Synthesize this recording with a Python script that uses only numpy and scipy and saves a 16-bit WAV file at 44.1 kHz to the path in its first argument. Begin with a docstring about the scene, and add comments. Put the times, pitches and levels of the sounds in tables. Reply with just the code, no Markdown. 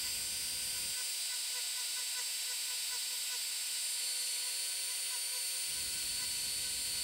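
"""At a carving bench, close up: a handheld rotary tool cuts short feather strokes into a small wooden bird. The
shaft spins at about 500 turns a second. The fan sings over rushing air; chopped mains current makes the coils
hum, the brushes fizz and the armature slots whine in bursts. Each touch of the bit buzzes and rasps briefly.
The tool is re-aimed twice, which shifts its tones. A low rumble is heard at the start and end, and drops out
between about 1 and 5.6 s."""
import sys
import numpy as np
from scipy import signal
from scipy.fft import rfft, irfft
from scipy.io import wavfile

SR = 44100
rng = np.random.default_rng(int(sys.argv[2]) if len(sys.argv) > 2 else 0)


def dump_mix(stems):
    """Bounce the given channels to the path in sys.argv[1] as a 16-bit WAV at rate SR."""
    frames = np.atleast_2d(stems).T  # one column per channel
    limited = np.clip(frames, -1, 1)  # hard clip at full scale
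    pcm = np.round(limited * 32767).astype(np.int16)
    wavfile.write(sys.argv[1], SR, pcm)


N = 310023
TIME_S = np.arange(N) / SR
CHOP_HZ = 240  # current bursts


def amp(db):
    """Decibels to gain."""
    return 10 ** (np.asarray(db) / 20)


def unit(x):
    """Scale to rms 1."""
    return x / np.sqrt(np.mean(x ** 2) + 1e-20)


def curve(rows):
    """Linear interpolation of (time_s, value) rows."""
    return np.interp(TIME_S, *np.transpose(rows))


def noise(spectrum):
    """Unit-rms noise shaped by (freq_hz, relative_db) rows."""
    hz, db = np.transpose(spectrum)
    bins_hz = np.fft.rfftfreq(N, 1 / SR)
    colour = amp(np.interp(np.log(bins_hz + 1), np.log(hz), db))
    return unit(irfft(rfft(rng.standard_normal(N)) * colour, N))


def waver(rate_hz, frame_hz=1000):
    """Unit random drift, mostly below rate_hz."""
    count = N * frame_hz // SR + 2
    hz = np.fft.rfftfreq(count, 1 / frame_hz)
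    drift = irfft(rfft(rng.standard_normal(count)) / np.hypot(1, hz / rate_hz), count)
    return np.interp(TIME_S, np.arange(count) / frame_hz, unit(drift))


def tone(cycles):
    """Unit-rms sinusoid, phase in cycles."""
    return np.sqrt(2) * np.cos(2 * np.pi * cycles)


def aimed(levels_db, grip):
    """Directional gain, interpolated between grips 0, 1 and 2."""
    return amp(np.interp(grip, np.arange(len(levels_db)), levels_db))


# Rumble spectrum: freq_hz, relative_db
RUMBLE_SPECTRUM = [(15, -18), (35, -11), (58, 5.5), (80, 0), (150, -4.5), (300, -8), (400, -13), (520, -22),
                   (1000, -52)]
# Rumble envelope: time_s, level_db
RUMBLE_ENVELOPE = [(0, -60.5), (.92, -60), (1, -115), (5.62, -115), (5.69, -59.5), (7.03, -60)]

def room():
    """Low rumble, dropping out between about 1 and 5.6 s."""
    return amp(curve(RUMBLE_ENVELOPE)) * noise(RUMBLE_SPECTRUM)


# Coil hum: chop_harmonic, level_db
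COIL_HARMONICS = [(1, -86.5), (3, -76.5), (4, -71), (5, -76), (6, -68), (7, -79.5)]

def coils(flutter_db=2.0, flutter_hz=6):
    """Chopped current makes the field coils hum, independent of speed."""
    return sum(amp(db + flutter_db * waver(flutter_hz)) * tone(order * CHOP_HZ * TIME_S + rng.random())
               for order, db in COIL_HARMONICS)


# Brush fizz: freq_hz, relative_db
BRUSH_SPECTRUM = [(1500, -24), (3900, -27), (5200, -1), (6500, -2), (8200, 2), (10000, -14), (15000, -6)]

def brushes(grip, levels_db=(-54, -51.5, -56), sharpness=.5, split=.4):
    """Brushes spark at each current burst, more weakly half-way between."""
    angle = 2 * np.pi * CHOP_HZ * TIME_S
    bursts = unit(np.exp(sharpness * np.cos(angle) + split * np.cos(2 * angle)))
    return aimed(levels_db, grip) * bursts * noise(BRUSH_SPECTRUM)


# Vent hiss: freq_hz, relative_db
AIR_SPECTRUM = [(40, -68), (100, -29.5), (200, -25.5), (430, -22.5), (700, -14), (1300, -17.5),
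                (1800, -9.5), (2400, -1), (3100, 1), (3900, -7.5), (5200, -5.5), (6500, -7), (8200, -7),
                (9700, -9), (13500, -9.5), (15600, -18)]

def air(turns, level_db=-44.5, swirl=0.054, gust_db=0.45, gust_hz=20):
    """Cooling air hisses through the vents, throbbing slightly once a turn."""
    throb = unit(1 + swirl * tone(turns))
    return amp(level_db + gust_db * waver(gust_hz)) * noise(AIR_SPECTRUM) * throb


# Shaft and bearing tones: shaft_order, grip0_db, grip1_db, grip2_db
SHAFT_ORDERS = [(1, -65.5, -74, -66.5), (2, -74, -75, -74), (3, -65, -67.5, -66), (4, -63.5, -64, -61),
                (6, -65, -79, -65), (7, -62, -66, -62), (9, -58, -55, -54), (10, -65, -60, -60),
                (11, -56.5, -59, -61), (12, -59.5, -61.5, -58.5), (13, -72, -66, -64.5),
                (14, -72, -64, -61.5), (15, -52.5, -53, -52), (17, -52.5, -54, -53.5), (19, -65, -73, -73),
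                (20, -73, -71, -65), (21, -69, -61, -64), (22, -74, -63, -58.5), (23, -73, -67, -59.5),
                (24, -54, -60.5, -62), (25, -56.5, -73, -60.5), (26, -67, -65, -72), (28, -69, -69, -71),
                (31, -57, -62, -61)]

def shaft(turns, grip, gain_db=-0.6, flutter_db=1.47, flutter_hz=9, slip_cycles=0.043,
          sway_db=0.1117, sway_hz=.6):
    """Imbalance and bearings give multiples of the speed, each fluttering on its own."""
    out = np.zeros(N)
    for order, *levels_db in SHAFT_ORDERS:
        # short waves beam narrowly: hand sway moves high orders most
        wobble_db = flutter_db * waver(flutter_hz) + sway_db * order * waver(sway_hz)
        cycles = order * turns + rng.random() + slip_cycles * waver(flutter_hz)
        out += aimed(levels_db, grip) * amp(wobble_db) * tone(cycles)
    return amp(gain_db) * out


# Plastic housing modes: mode_hz, width_hz
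HOUSING_MODES = [(4200, 117), (7900, 92)]
# Whine swell with hand movement: time_s, gain_db
WHINE_ENVELOPE = [(0, .1), (3.6, -0.2), (4.05, 1.44), (5.1, -1.4), (7.03, 1.1)]
# Slot tones: shaft_order, chop_sideband, grip0_db, grip1_db, grip2_db
SLOT_TONES = [(8, -2, -60, -59, -61), (8, -1, -58, -54, -56), (8, 0, -58, -52, -57), (8, 1, -59, -60, -50),
              (8, 2, -50, -50, -46), (8, 3, -47, -51, -57), (8, 4, -53, -51, -57), (8, 5, -56, -55, -60),
              (8, 6, -65, -62, -68), (16, -2, -54, -55, -58), (16, -1, -54, -53, -52),
              (16, 0, -49, -49, -58), (16, 1, -58, -53, -67), (16, 2, -61, -61, -67),
              (24, -2, -67, -68, -63), (24, -1, -69, -67, -74), (24, 2, -71, -75, -69)]

def armature(turns, grip, sweep_cycles=0.022, flutter_db=1.17, flutter_hz=4,
             jitter_cycles=0.019, jitter_hz=40):
    """Slots whine past the poles while current flows; the sidebands sum to one short buzz per burst."""
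    out = np.zeros(N)
    for order, sideband, *levels_db in SLOT_TONES:
        cycles = order * turns + sideband * CHOP_HZ * TIME_S
        mean_hz = cycles[-1] / TIME_S[-1]
        # lag climbs by a full cycle across each housing mode, reshaping the bursts of tones near it
        lag = sum(np.arctan(2 * (mean_hz - hz) / width_hz) for hz, width_hz in HOUSING_MODES) / np.pi
        lag += sweep_cycles * sideband ** 2
        gain = aimed(levels_db, grip) * amp(flutter_db * waver(flutter_hz))
        out += gain * tone(cycles - lag + jitter_cycles * waver(jitter_hz))
    return amp(curve(WHINE_ENVELOPE)) * out


# Fan tone, louder once the vents face the listener: time_s, level_db
FAN_ENVELOPE = [(0.0, -46.5), (0.72, -45), (1.98, -46), (3.72, -45.5), (3.86, -41.5), (4.26, -42),
                (7.03, -42.5)]

def fan(turns, load, blades=18, dip_db=2.7, flutter_db=0.97, flutter_hz=25):
    """Blades pass the vents: one piercing tone whose level dips under load."""
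    level_db = curve(FAN_ENVELOPE) - dip_db * load + flutter_db * waver(flutter_hz)
    return amp(level_db) * tone(blades * turns)


PRESS_S, RELEASE_S = .026, .015

def pressure(t):
    """Contact force around its peak at t = 0: builds, then falls faster."""
    return np.exp(-(t / np.where(t < 0, PRESS_S, RELEASE_S)) ** 2 / 2)


def drag(t, lead_s=.018):
    """Drag on the buzz pitch, growing from just before the force peak."""
    return np.clip((t + lead_s) / PRESS_S, 0, 2) ** 2 / 2


# Bit touches, bright if glancing, dull if digging in: peak_s, force_db, bright_db
BIT_TOUCHES = [(0.065, -8, 6), (0.767, -10, 1), (0.998, -4, 6), (1.334, -5, 4), (1.574, -2, 0),
               (1.795, -4, -1), (1.994, -4, 1), (2.188, 0, 3), (2.51, -4, 2), (2.717, -7, 0),
               (2.941, -2, -2), (3.132, -9, -4), (3.335, -2, -2), (4.476, -10, -3), (4.713, -12, 0),
               (4.91, -10, -2), (5.136, -3, -2), (5.362, -6, -4), (5.566, -10, 1), (5.779, -12, 5.5),
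               (5.987, -10, 5), (6.225, -5, 3.5), (6.452, -12, 10), (6.668, -8, 7)]

def touches(gains, shape=pressure, delay_s=0):
    """One envelope shape per touch, each with its own gain."""
    out = np.zeros(N)
    for (peak_s, _, _), gain in zip(BIT_TOUCHES, gains):
        near = abs(TIME_S - peak_s) < 4 * PRESS_S
        out[near] += gain * shape(TIME_S[near] - peak_s - delay_s)
    return out


# Tearing wood fibres: freq_hz, relative_db
RASP_SPECTRUM = [(150, -44), (450, -24), (1000, -14), (2000, -8), (3500, -9), (5300, 7), (7500, 2.5),
                 (11000, -14), (15000, -23)]
# Bit buzz at 0 dB force: harmonic, level_db, bright_share, delay_s
BUZZ_HARMONICS = [(1, -60.5, -0.38, 0.013), (2, -51.5, -.45, 0.0091), (3, -51.5, 0.48, 0.0022),
                  (4, -52, .45, .002)]

def bit(turns, speed_hz, rasp_db=-45.0, rasp_growth=.8, sag_depth=.036, dig=.5,
        chatter=0.3, chatter_hz=25, skid_cycles=0.015):
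    """The bit knocks the wood once a turn and tears fibres; the buzz dulls and sags as it digs in."""
    _, force_db, bright_db = np.transpose(BIT_TOUCHES)
    sag_hz = sag_depth * speed_hz * touches(amp(force_db - dig * bright_db), drag)
    knocks = turns - np.cumsum(sag_hz) / SR + skid_cycles * waver(chatter_hz)
    buzz = np.zeros(N)
    for order, level_db, bright_share, delay_s in BUZZ_HARMONICS:
        envelope = touches(amp(level_db + force_db + bright_share * bright_db), delay_s=delay_s)
        buzz += envelope * (1 + chatter * waver(chatter_hz)) * tone(order * knocks + rng.random())
    tearing = touches(amp(rasp_db + rasp_growth * force_db), delay_s=0.008)
    pulses = unit(np.exp(tone(knocks) / 2))
    return buzz + tearing * noise(RASP_SPECTRUM) * pulses


# Unloaded shaft speed, drifting with handling: time_s, speed_hz
FREE_SPEED = [(0.0, 504.3), (0.27, 504.8), (0.36, 507.6), (0.64, 507.5), (1.4, 501.9), (2.18, 502.2),
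              (2.24, 501.3), (3.36, 500.2), (4.04, 502.5), (4.41, 502.1), (4.54, 504.7), (5.26, 506.5),
              (6.18, 503.3), (7.03, 504.8)]
# Tool aim: time_s, grip_index
TOOL_AIM = [(0, 0.14), (.8, 0.027), (1.3, 0.93), (3.84, 1.11), (4.1, 2), (7.03, 2.21)]

def scene(load_sag_hz=.6, jitter=.0004, jitter_hz=20):
    """One shaft drives the tool and slows slightly at each touch; two identical channels."""
    speed_hz, grip = curve(FREE_SPEED), curve(TOOL_AIM)
    load = touches([amp(force_db) for _, force_db, _ in BIT_TOUCHES])
    loaded_hz = (speed_hz - load_sag_hz * load) * (1 + jitter * waver(jitter_hz))
    turns = np.cumsum(loaded_hz) / SR
    tones = shaft(turns, grip) + fan(turns, load) + armature(turns, grip) + coils()
    hiss = air(turns) + brushes(grip)
    mix = tones + hiss + bit(turns, speed_hz) + room()
    return np.array([mix, mix])


def record(dry, cutoff_hz=15780):
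    """Steep low-pass."""
    lowpass = signal.firwin(1023, cutoff_hz, window=("kaiser", 9), fs=SR)
    return signal.oaconvolve(dry, lowpass[None], "same")


dry = scene()
out = record(dry)
dump_mix(out)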